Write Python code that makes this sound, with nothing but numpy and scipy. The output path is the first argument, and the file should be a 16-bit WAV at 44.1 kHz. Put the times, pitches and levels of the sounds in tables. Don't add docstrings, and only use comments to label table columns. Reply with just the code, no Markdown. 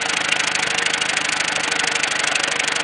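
import sys
import numpy as np
from scipy import signal
from scipy.fft import rfft, irfft
from scipy.io import wavfile
from scipy.ndimage import uniform_filter1d

SR = 44100
rng = np.random.default_rng(int(sys.argv[2]) if len(sys.argv) > 2 else 0)


def store_pcm(level_fs):
    pcm = np.round(np.clip(level_fs, -1, 1) * 32767).astype(np.int16)
    wavfile.write(sys.argv[1], SR, np.atleast_2d(pcm).T)


N = 124803
T = np.arange(N) / SR

# time_s, cycles_per_s
ENGINE_SPEED = [(0, 13.26), (0.5, 12.976), (1.0, 12.925), (1.55, 12.799), (1.95, 12.503), (2.83, 12.373)]
# frequency_hz, gain_db
HARD_COLOUR = [(120, -36.5), (400, -16), (900, -14.5), (1400, -10.5), (2200, 2), (2900, -1), (3800, -5.5),
               (5200, -8), (6600, -4.5), (8800, -10.5), (10000, -15.5)]
SOFT_COLOUR = [(120, -27), (300, -7.5), (750, -1.5), (1150, -4), (1800, 1), (2800, 3.5), (3800, -5),
               (5200, -7), (6600, -5.5), (8800, -11.5), (10000, -14.5)]
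VALVE_COLOUR = [(40, -41.5), (90, -20), (130, -4), (200, -7), (300, 2.5), (430, -2.5), (750, 2), (1100, 0),
                (1600, 1.5), (2600, 2), (4000, -10), (6500, -58.5)]
AIR_COLOUR = [(30, -44), (100, -33), (250, -9), (600, 4.5), (1100, 4), (1600, 11.5), (2600, 6),
              (3800, -1.5), (5200, -14), (6200, -40), (10000, -52)]
# centre_hz, width_hz, lift_db
BAY_MODES = [(130, 31, 6), (179, 17, 10.5), (296, 28, 5.5), (559.5, 22, 7), (652, 44, 4.5), (751, 40, 6),
             (852.5, 32, 7), (1021, 33, 4.5), (1326, 15, 6.5), (1493, 104, 6.5), (1873, 99, 1.5),
             (2119, 41, 1), (2530, 27, 0.5), (3297, 50, 5), (4530, 210, 4.5)]
# peak_s, pitch_hz, level_db
HEAVY_BLOWS = [(.172, 2470, -15), (.325, 2810, -6), (.401, 2340, -15), (.630, 2240, -11), (.673, 720, -19),
               (.750, 710, -27.5), (.785, 2860, -14.5), (.824, 1860, -15.5), (0.94, 3186, -14.5),
               (1.017, 2840, -12.5), (1.580, 600, -19), (1.685, 860, -19.5), (1.797, 2760, -24),
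               (1.837, 1870, -13), (1.840, 890, -16.5), (1.956, 2290, -19.5), (2.037, 2840, -16),
               (2.158, 1950, -16), (2.196, 2110, -19), (2.357, 2540, -11), (2.482, 689, -24.5),
               (2.596, 2930, -22), (2.641, 3100, -17), (2.723, 1920, -17)]
# cycle_share, pitch_hz, half_length_s, level_db
PRESSURE_PULSES = [(0.04, 165, 0.0039, -36.5), (.53, 270, 0.0025, -29.5), (0.349, 120, 0.0023, -44),
                   (0.64, 114, 0.0075, -45)]
# time_s, level_db
PANEL_ENVELOPE = [(0, -37), (.17, -45), (.5, -46), (.7, -36), (.95, -39), (1.22, -53), (1.58, -50),
                  (1.7, -38), (1.96, -38), (2.05, -46), (2.4, -43), (2.75, -41)]
# harmonic_number, level_db
EXHAUST_HARMONICS = [(4, -71), (6, -65.5), (8, -60), (10, -59), (14, -52.5)]


def knocks(share, colour, db, rise_s, fall_s, hiss, ragged_db, tail_db):
    dt, cycle = nearest_passing(share)
    strength, width, tail_variation = rng.standard_normal((cycle.max() + 1, 3))[cycle].T
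    dt = dt / undb(0.95 * width)
    swell = np.exp(-(dt / np.where(dt < 0, rise_s, fall_s)) ** 2)
    swell *= undb(ragged_db * np.tanh(wander(700)))
    blow = swell * (impacts(per_s=3500) + hiss * rng.standard_normal(N))
    fade = (dt > 0) * np.exp(-(dt / 0.012) ** 2)
    tail = fade * undb(tail_db + 3 * tail_variation) * impacts(per_s=1100)
    force = undb(0.2 * strength) * (blow + tail)
    return level(through_bay(force, colour), db)


def block_rings(length_s=0.0045, linewidth_hz=170, size=2048):
    out = np.zeros(N + size)
    dt = (np.arange(size) - size // 2) / SR
    envelope = np.exp(-np.abs(dt) / length_s)
    for peak_s, hz, db in HEAVY_BLOWS:
        drift = uniform_filter1d(np.cumsum(rng.standard_normal(size)), size=16)
        drift *= np.sqrt(2 * np.pi * linewidth_hz / SR)
        start = int(peak_s * SR) - size // 2
        out[start:start + size] += undb(db) * envelope * np.sin(2 * np.pi * hz * dt + drift)
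    return out[:N]


def thumps():
    out = np.zeros(N)
    for share, hz, half_length_s, db in PRESSURE_PULSES:
        dt, _ = nearest_passing(share)
        out += undb(db) * np.exp(-(dt / half_length_s) ** 2) * np.sin(2 * np.pi * hz * dt)
    return out


def valve_clatter(count=260):
    turns, _ = crank()
    shares = rng.random(count)
    polarity = np.sign(rng.standard_normal(count))
    tap_turns = np.arange(-1, turns[-1] + 1)[:, None] + shares
    at = np.interp(tap_turns, turns, np.arange(N), left=-1, right=-1).astype(int)
    strength = polarity * undb(0.41 * rng.standard_normal(at.shape))
    taps = np.bincount(at[at >= 0], strength[at >= 0], N)
    taps *= cycle_swell(depth_db=1.5, peak_share=0.39)
    return level(through_bay(taps, VALVE_COLOUR), db=-30.5)


def air_roar():
    air = rng.standard_normal(N) * cycle_swell(depth_db=3.5, peak_share=0.17)
    air *= undb(0.23 * wander(2.9))
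    return level(through_bay(air, AIR_COLOUR), db=-27.5)


def panel(pitch_hz=466.2, waver=0.0065):
    hz = pitch_hz * (1 + waver * wander(14))
    db = np.interp(T, *np.array(PANEL_ENVELOPE).T) + 1.8 * wander(25)
    return np.sqrt(2) * undb(db) * np.sin(2 * np.pi * np.cumsum(hz) / SR)


def exhaust_hum():
    turns, _ = crank()
    phase = 2 * np.pi * (turns - PRESSURE_PULSES[0][0])
    return sum(np.sqrt(2) * undb(db) * np.sin(harmonic * phase) for harmonic, db in EXHAUST_HARMONICS)


def yard(x, db=-8, t60_s=0.058, top_hz=2770):
    t = T[:SR // 4]
    tail = signal.sosfilt(signal.butter(4, top_hz, fs=SR, output="sos"), rng.standard_normal(len(t)))
    tail *= np.exp(-np.log(1000) * t / t60_s) * (t > .004)
    tail /= np.sqrt(np.sum(tail ** 2) * SR / 2 / top_hz)
    return x + undb(db) * signal.fftconvolve(x, tail)[:N]


def through_bay(x, colour, size=8192):
    f = np.arange(size // 2 + 1) * SR / size
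    hz, db = np.array(colour).T
    broad_db = np.interp(np.log(f + 1), np.log(hz), db)
    peaks_db = sum(lift / (1 + (2 * (f - centre) / width) ** 2) for centre, width, lift in BAY_MODES)
    cepstrum = irfft(np.log(undb(broad_db + peaks_db)))
    cepstrum[1:size // 2] *= 2
    cepstrum[size // 2 + 1:] = 0
    response = irfft(np.exp(rfft(cepstrum)))
    return signal.oaconvolve(x, response)[:N]


def crank(first_knock_s=0.0192):
    rate = np.interp(T, *np.array(ENGINE_SPEED).T)
    return np.cumsum(rate) / SR - first_knock_s * rate[0], rate


def nearest_passing(share):
    turns, rate = crank()
    cycle = np.round(turns - share)
    return (turns - share - cycle) / rate, cycle.astype(int) + 1


def cycle_swell(depth_db, peak_share):
    turns, _ = crank()
    return undb(depth_db * np.cos(2 * np.pi * (turns - peak_share)))


def impacts(per_s):
    struck = rng.random(N) < per_s / SR
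    return level(struck * np.sign(rng.standard_normal(N)), db=0)


def wander(rate_hz):
    hold = int(SR / rate_hz)
    steps = np.repeat(rng.standard_normal(N // hold + 1), hold)
    return 1.3 * uniform_filter1d(uniform_filter1d(steps, hold), hold)[:N]


def level(x, db):
    return x * undb(db) / np.sqrt(np.mean(x ** 2))


def undb(db):
    return 10 ** (np.asarray(db) / 20)


def scene():
    hard = knocks(share=0, colour=HARD_COLOUR, db=-24, rise_s=0.0058, fall_s=0.0075,
                  hiss=0.92, ragged_db=5.0, tail_db=-11)
    soft = knocks(share=0.527, colour=SOFT_COLOUR, db=-26.5, rise_s=0.0054, fall_s=0.008,
                  hiss=0.61, ragged_db=3.5, tail_db=-49)
    metal = yard(hard + soft + block_rings())
    return (metal + thumps() + valve_clatter() + air_roar() + panel() + exhaust_hum())[None]


def record(dry, bottom_hz=45, top_hz=9950):
    thinned = signal.sosfilt(signal.butter(2, bottom_hz, "high", fs=SR, output="sos"), dry)
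    rounded = .8 * np.tanh(thinned / .8)
    return signal.sosfilt(signal.ellip(12, .2, 90, top_hz, fs=SR, output="sos"), rounded)


dry = scene()
out = record(dry)
store_pcm(out)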